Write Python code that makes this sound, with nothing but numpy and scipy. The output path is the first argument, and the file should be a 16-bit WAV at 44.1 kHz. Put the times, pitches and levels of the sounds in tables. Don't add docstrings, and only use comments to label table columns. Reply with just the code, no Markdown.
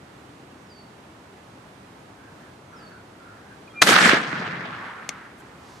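import sys
import numpy as np
from scipy import signal
from scipy.fft import rfft, irfft
from scipy.io import wavfile

SR = 44100
rng = np.random.default_rng(int(sys.argv[2]) if len(sys.argv) > 2 else 0)


def master_out(mix):
    frames = np.transpose(np.atleast_2d(mix))
    ceiling = np.clip(frames, -1, 1)
    pcm = np.round(ceiling * 32767).astype(np.int16)
    wavfile.write(sys.argv[1], SR, pcm)


N = 255780
TIME = np.arange(N) / SR
FREQS = np.maximum(np.arange(N // 2 + 1) * SR / N, 1)


def from_db(db):
    return 10 ** (np.asarray(db) / 20)

def unit_rms(x):
    return x / np.sqrt(np.mean(x ** 2) + 1e-20)

def at_hz(points, hz):
    return np.interp(np.log(hz), np.log(np.array(points)[:, 0]), np.array(points)[:, 1])

def drift(rate):
    knots = rng.standard_normal(N // 8)
    return unit_rms(np.interp(TIME * rate, np.arange(len(knots)), knots))

def panned(x, pan_db):
    return x * from_db(np.array([[.5], [-.5]]) * pan_db)

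def noise(gain, side_db):
    white = rng.standard_normal((2, 2 * len(FREQS))).view(complex) * np.sqrt(N / 2)
    mid, side = white * unit_rms(gain)
    side = side * from_db(side_db)
    return irfft(np.array([mid + side, mid - side]), N)

def resonance(hz, width_hz):
    return 1 / (1 + ((FREQS ** 2 - hz ** 2) / (FREQS * width_hz)) ** 2)

def swell(s, half):
    return np.exp(-.5 * np.minimum(((TIME - s) / half) ** 2, 100))

def noise_swells(rows, width, side_db):
    return sum(from_db(db) * swell(s, half) * noise(resonance(hz, width * hz), side_db)
               for s, db, half, hz in rows)

def burst(s, rise, decay):
    return np.exp(np.maximum(np.minimum((TIME - s) / rise, (s - TIME) / decay), -50))

def low_pass(x, hz):
    return signal.sosfilt(signal.butter(2, min(hz, SR / 2 - 100), fs=SR, output="sos"), x + 1e-18)

def high_pass(x, hz):
    return signal.sosfilt(signal.butter(4, hz, "high", fs=SR, output="sos"), x)

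def scatter(x, t60):
    returns = rng.standard_normal((2, SR)) * np.exp(-np.log(1000) * TIME[:SR] / t60)
    returns /= np.sqrt(np.sum(returns ** 2, axis=1, keepdims=True))
    return signal.fftconvolve(x[None], returns, axes=1)[:, :N]


# f/Hz, relative level/dB
BREEZE_SPECTRUM = [(15, -73.5), (25, -44), (37, -24), (56, -10), (101, -2), (281, -1.5), (349, -4.5),
                   (399, -4), (433, -6.5), (482, -7.5), (970, -10), (5280, -29), (8580, -31.5),
                   (14300, -41), (15500, -68.5)]
# f/Hz, side minus mid/dB
BREEZE_SIDE = [(30, -11.5), (60, -17), (110, -21), (200, -19.5), (380, -10.5), (700, -2), (1290, -1.5),
               (2380, -1.5), (4400, 0), (8120, -3.5), (15000, -20.5)]
# f/Hz, left minus right/dB
BREEZE_BALANCE = [(150, 1), (350, 2), (700, 0.5), (1500, -7), (3200, -4), (6000, -1), (11000, 0)]

def breeze(level_db=-48, gust_db=.5):
    air = noise(from_db(at_hz(BREEZE_SPECTRUM, FREQS)), at_hz(BREEZE_SIDE, FREQS))
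    air = irfft(panned(rfft(air), at_hz(BREEZE_BALANCE, FREQS)), N)
    return air * from_db(level_db + gust_db * drift(4.95))


def bird_tone(hz, waver, flutter_db):
    phase = 2 * np.pi * np.cumsum(hz * (1 + waver * drift(150))) / SR
    return np.sqrt(2) * np.sin(phase) * from_db(flutter_db * drift(70))

# mid-glide t/s, level/dB, final f/Hz, hold/s, relative onset level/dB
FALLING_NOTES = [(0.662, -48.5, 4475, 0.12, -30), (2.758, -50.5, 4430, 0.11, -25)]

def whistles(glide_hz=2100, glide_s=.029, lead_s=.12, release_s=0.033, wood_db=-6):
    song = 0
    for s, db, final_hz, hold, onset_db in FALLING_NOTES:
        height = (1 - np.tanh((TIME - s) / glide_s / 2)) / 2
        attack = np.clip((TIME - s + lead_s) / .02, 0, 1)
        release = np.exp(-np.clip((TIME - s - hold) / release_s, 0, 50))
        envelope = from_db(db + onset_db * height ** .5) * attack * release
        song = song + envelope * bird_tone(final_hz + glide_hz * height, waver=0.0056, flutter_db=3.5)
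    return song + from_db(wood_db) * scatter(song, t60=0.61)


# t/s, relative level/dB, half-width/s, f/Hz
DISTANT_CALLS = [(2.26, -55, 0.059, 1560), (2.453, -57, 0.043, 1630), (2.747, -49, 0.025, 1360),
                 (2.823, -52.5, 0.043, 1310), (2.85, -56, .07, 1650), (2.968, -51.5, 0.041, 1450),
                 (3.29, -52, 0.082, 1390), (3.41, -56.5, 0.078, 1650), (3.522, -51.5, 0.028, 1570),
                 (3.775, -52, 0.039, 1350)]

def far_birds(level_db=-1.0):
    return from_db(level_db) * noise_swells(DISTANT_CALLS, width=0.16, side_db=-2.5)


# t/s, level/dB, half-width/s, f/Hz
PIP_NOTES = [(3.681, -47, 0.0037, 2470), (3.714, -58, .009, 3260), (3.795, -34, 0.021, 2400)]

def pips(wood_db=-20):
    song = sum(from_db(db) * swell(s, half) * bird_tone(hz, waver=0.0027, flutter_db=0.0)
               for s, db, half, hz in PIP_NOTES)
    return song + from_db(wood_db) * scatter(song, t60=0.6)


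# t/s, level/dB, rise/s, decay/s, cutoff f/Hz
SHOCK_FRONTS = [(3.8203, 1, 0.0013, 0.0012, 6940), (3.8229, -3, 0.00014, 0.0019, 11000),
                (3.8243, 2, 0.00024, 0.0023, 4500), (3.8316, -22, 0.00073, 0.0019, 8000)]
# f/Hz, relative level/dB
GAS_SPECTRUM = [(18, -41), (30, -32.5), (680, -6.5), (978, -16), (1170, -6), (1870, -5), (2250, -10),
                (4200, -11.5), (5730, -16.5), (6360, -8.5), (8920, -21.5), (11300, -16), (15000, -27)]
# f/Hz, side minus mid/dB
GAS_SIDE = [(150, -13), (350, -6.5), (1000, -12.5), (3000, -8), (6000, -10), (10000, -5)]

def report(pan_db=1.0, dip_db=-2.5, dip_hz=420):
    spectrum_db = at_hz(GAS_SPECTRUM, FREQS) + dip_db * resonance(dip_hz, width_hz=280)
    gas = noise(from_db(spectrum_db), at_hz(GAS_SIDE, FREQS))
    fronts = sum(from_db(db) * low_pass(gas * burst(s, rise, decay), top_hz)
                 for s, db, rise, decay, top_hz in SHOCK_FRONTS)
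    return panned(fronts, pan_db)


def plateau_db(s, rise, hold, fade):
    attack = 20 * np.log10(np.e) * np.minimum(TIME - s, 0) / rise
    return np.maximum(attack - fade * np.maximum(TIME - s - hold, 0), -200)

# t/s, relative level/dB, rise/s, hold/s, fade/(dB/s), bass weight/dB, treble tilt/(dB/kHz)
TREE_STANDS = [(3.825, -26.5, .003, 0.018, 400, 10.5, 1.75), (3.872, -18.7, 0.01, 0.059, 240, 3.5, 0.9),
               (3.958, -20, 0.014, 0.047, 127, 1.5, 0.75), (4.044, -18.5, 0.038, 0.029, 110, 1, 0.85),
               (4.126, -23, 0.05, 0.049, 327, 0.5, -1), (4.205, -33, .03, 0.26, 32.5, 3, -0.07),
               (4.683, -41, 0.098, 0.077, 22.5, -7, 0.1)]
# f/Hz, relative level/dB
ECHO_SPECTRUM = [(53, -47), (90, -13), (140, -12), (181, -0.5), (306, -5.5), (565, -6.5), (862, -5),
                 (938, -6), (1340, 0), (1690, 1), (2810, -9), (3620, -11), (8260, -21), (14000, -38.5)]
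# f/Hz, side minus mid/dB
ECHO_SIDE = [(60, -25.5), (110, -19), (200, -24), (380, -11.5), (700, -3), (1290, -3), (2380, -2.5),
             (4400, -0.5), (8120, -7), (15000, -34.5)]
# f/Hz, left minus right/dB
ECHO_BALANCE = [(150, 0.5), (350, 2.5), (700, 1), (1500, -0.5), (3200, -1.5), (6000, -2), (11000, -0.5)]

def tree_echo(level_db=2.5, grain_db=1.5, patchy_db=2.0, air_db_per_khz_s=4, treble_from_hz=1590):
    travel_s = np.maximum(TIME - SHOCK_FRONTS[2][0], 0)
    stands = [(from_db(db + plateau_db(s, rise, hold, fade)) ** 2, bass, treble)
              for s, db, rise, hold, fade, bass, treble in TREE_STANDS]
    wash = noise(from_db(at_hz(ECHO_SPECTRUM, FREQS)), at_hz(ECHO_SIDE, FREQS))
    spectrum = rfft(wash * from_db(grain_db * drift(500)))
    centres, echo = np.geomspace(100, 12800, 11), 0
    for hz, pick in zip(centres, np.eye(len(centres))):
        band = irfft(spectrum * np.interp(np.log(FREQS), np.log(centres), pick), N)
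        bass_share = at_hz([(350, 0.75), (1100, 0)], hz)
        treble_khz = max(hz - treble_from_hz, 0) / 1000
        power = sum(envelope * from_db(bass * bass_share + treble * treble_khz) ** 2
                    for envelope, bass, treble in stands)
        absorbed_db = air_db_per_khz_s * treble_khz * travel_s
        gain = np.sqrt(power) * from_db(patchy_db * drift(50) - absorbed_db)
        echo = echo + panned(band, at_hz(ECHO_BALANCE, hz)) * gain
    onset = np.clip(travel_s / 0.003, 0, 1)
    return echo * onset * from_db(level_db)


# t/s, level/dB
TRUNK_RETURNS = [(3.891, -10.5), (3.907, -17), (3.927, -15), (3.963, -10.5), (3.987, -11.5), (4.059, -14),
                 (4.093, -11), (4.175, -25), (4.329, -24.5), (4.825, -36)]

def trunk_slaps(pan_db=-8.5, decay_s=0.0043, near_top_hz=7000, halving_s=0.29):
    crack, slaps = noise(resonance(1590, width_hz=1500), side_db=-2), 0
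    for s, db in TRUNK_RETURNS:
        travel_s = s - SHOCK_FRONTS[0][0]
        top_hz = near_top_hz / (1 + travel_s / halving_s)
        slaps = slaps + from_db(db) * low_pass(crack * burst(s, 0.0011, decay_s), top_hz)
    return panned(slaps, pan_db)


# t/s, level/dB, f/Hz, T60/s
RANGE_RETURNS = [(3.893, -4.5, 495, 0.015), (3.909, -6.5, 305, 0.024), (4.056, -11.5, 230, 0.057),
                 (4.1328, 0, 363, 0.012), (4.33, -18.5, 270, 0.03)]

def thuds(low_cut_hz=170):
    pressure = 0
    for s, db, hz, t60 in RANGE_RETURNS:
        age = np.maximum(TIME - s, 0)
        decay = np.exp(-np.log(1000) * age / t60)
        pressure = pressure + from_db(db) * np.sin(2 * np.pi * hz * age) * decay
    return high_pass(pressure, low_cut_hz)


# t/s, level/dB, half-width/s, f/Hz
LATE_RETURNS = [(4.45, -39, 0.16, 155), (4.74, -43, 0.035, 122), (4.85, -40, 0.11, 1161),
                (5.15, -44, 0.084, 1320)]

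def rolls():
    return noise_swells(LATE_RETURNS, width=0.63, side_db=-27)


def ring(clicks, hz, t60):
    r = np.exp(-np.log(1000) / (t60 * SR))
    w = 2 * np.pi * hz / SR
    return signal.lfilter([0, np.sin(w)], [1, -2 * r * np.cos(w), r * r], clicks + 1e-18)

# t/s, level/dB
CONTACTS = [(5.0912, -12), (5.0916, -21), (5.0923, -32)]
# f/Hz, relative level/dB, T60/s
GUN_MODES = [(680, -10.5, 0.0076), (2190, -17.5, 0.038), (2470, -23, 0.02), (3400, -7.5, 0.0087),
             (4350, -9.5, 0.0061), (5270, -14.5, .01), (5710, -16, 0.026), (6270, -4.5, 0.0093),
             (7300, -11.5, 0.0066), (8700, -12, .008), (10620, -23, .008), (12200, -25, .007)]

def gun_click(scatter_db=-12, pan_db=5.0, contact_hz=10500, snap_db=-25, snap_decay_s=0.0019):
    impulses = np.zeros(N)
    for s, db in CONTACTS:
        impulses[round(s * SR)] = from_db(db)
    force = low_pass(impulses, contact_hz)
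    body = sum((-1) ** k * from_db(db) * ring(force, hz, t60)
               for k, (hz, db, t60) in enumerate(GUN_MODES))
    slip = noise(resonance(2800, width_hz=5000), side_db=-10)
    snap = from_db(snap_db) * slip * burst(CONTACTS[1][0], 0.00067, snap_decay_s)
    return panned(body + snap + from_db(scatter_db) * scatter(body, t60=0.074), pan_db)


# t/s, level/dB, half-width/s, f/Hz
CLOTH_STROKES = [(5.386, -62, .005, 9000), (5.403, -59, .008, 8500), (5.465, -70, .02, 4500),
                 (5.68, -55, .1, 950), (5.73, -58, .08, 4600)]

def sleeves():
    return noise_swells(CLOTH_STROKES, width=1.0, side_db=-18.5)


def scene(echo_low_hz=95):
    echoes = high_pass(rolls() + tree_echo() + trunk_slaps(), echo_low_hz)
    shot = report() + echoes + thuds()
    handling = gun_click() + sleeves()
    birds = whistles() + pips() + far_birds()
    return breeze() + birds + shot + handling

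def record(dry, ceiling=.93, cutoff_hz=15000):
    clipped = dry / (1 + (dry / ceiling) ** 6) ** (1 / 6)
    dulled = low_pass(clipped, hz=13700)
    return signal.sosfilt(signal.ellip(10, .1, 80, cutoff_hz, fs=SR, output="sos"), dulled)


dry = scene()
out = record(dry)
master_out(out)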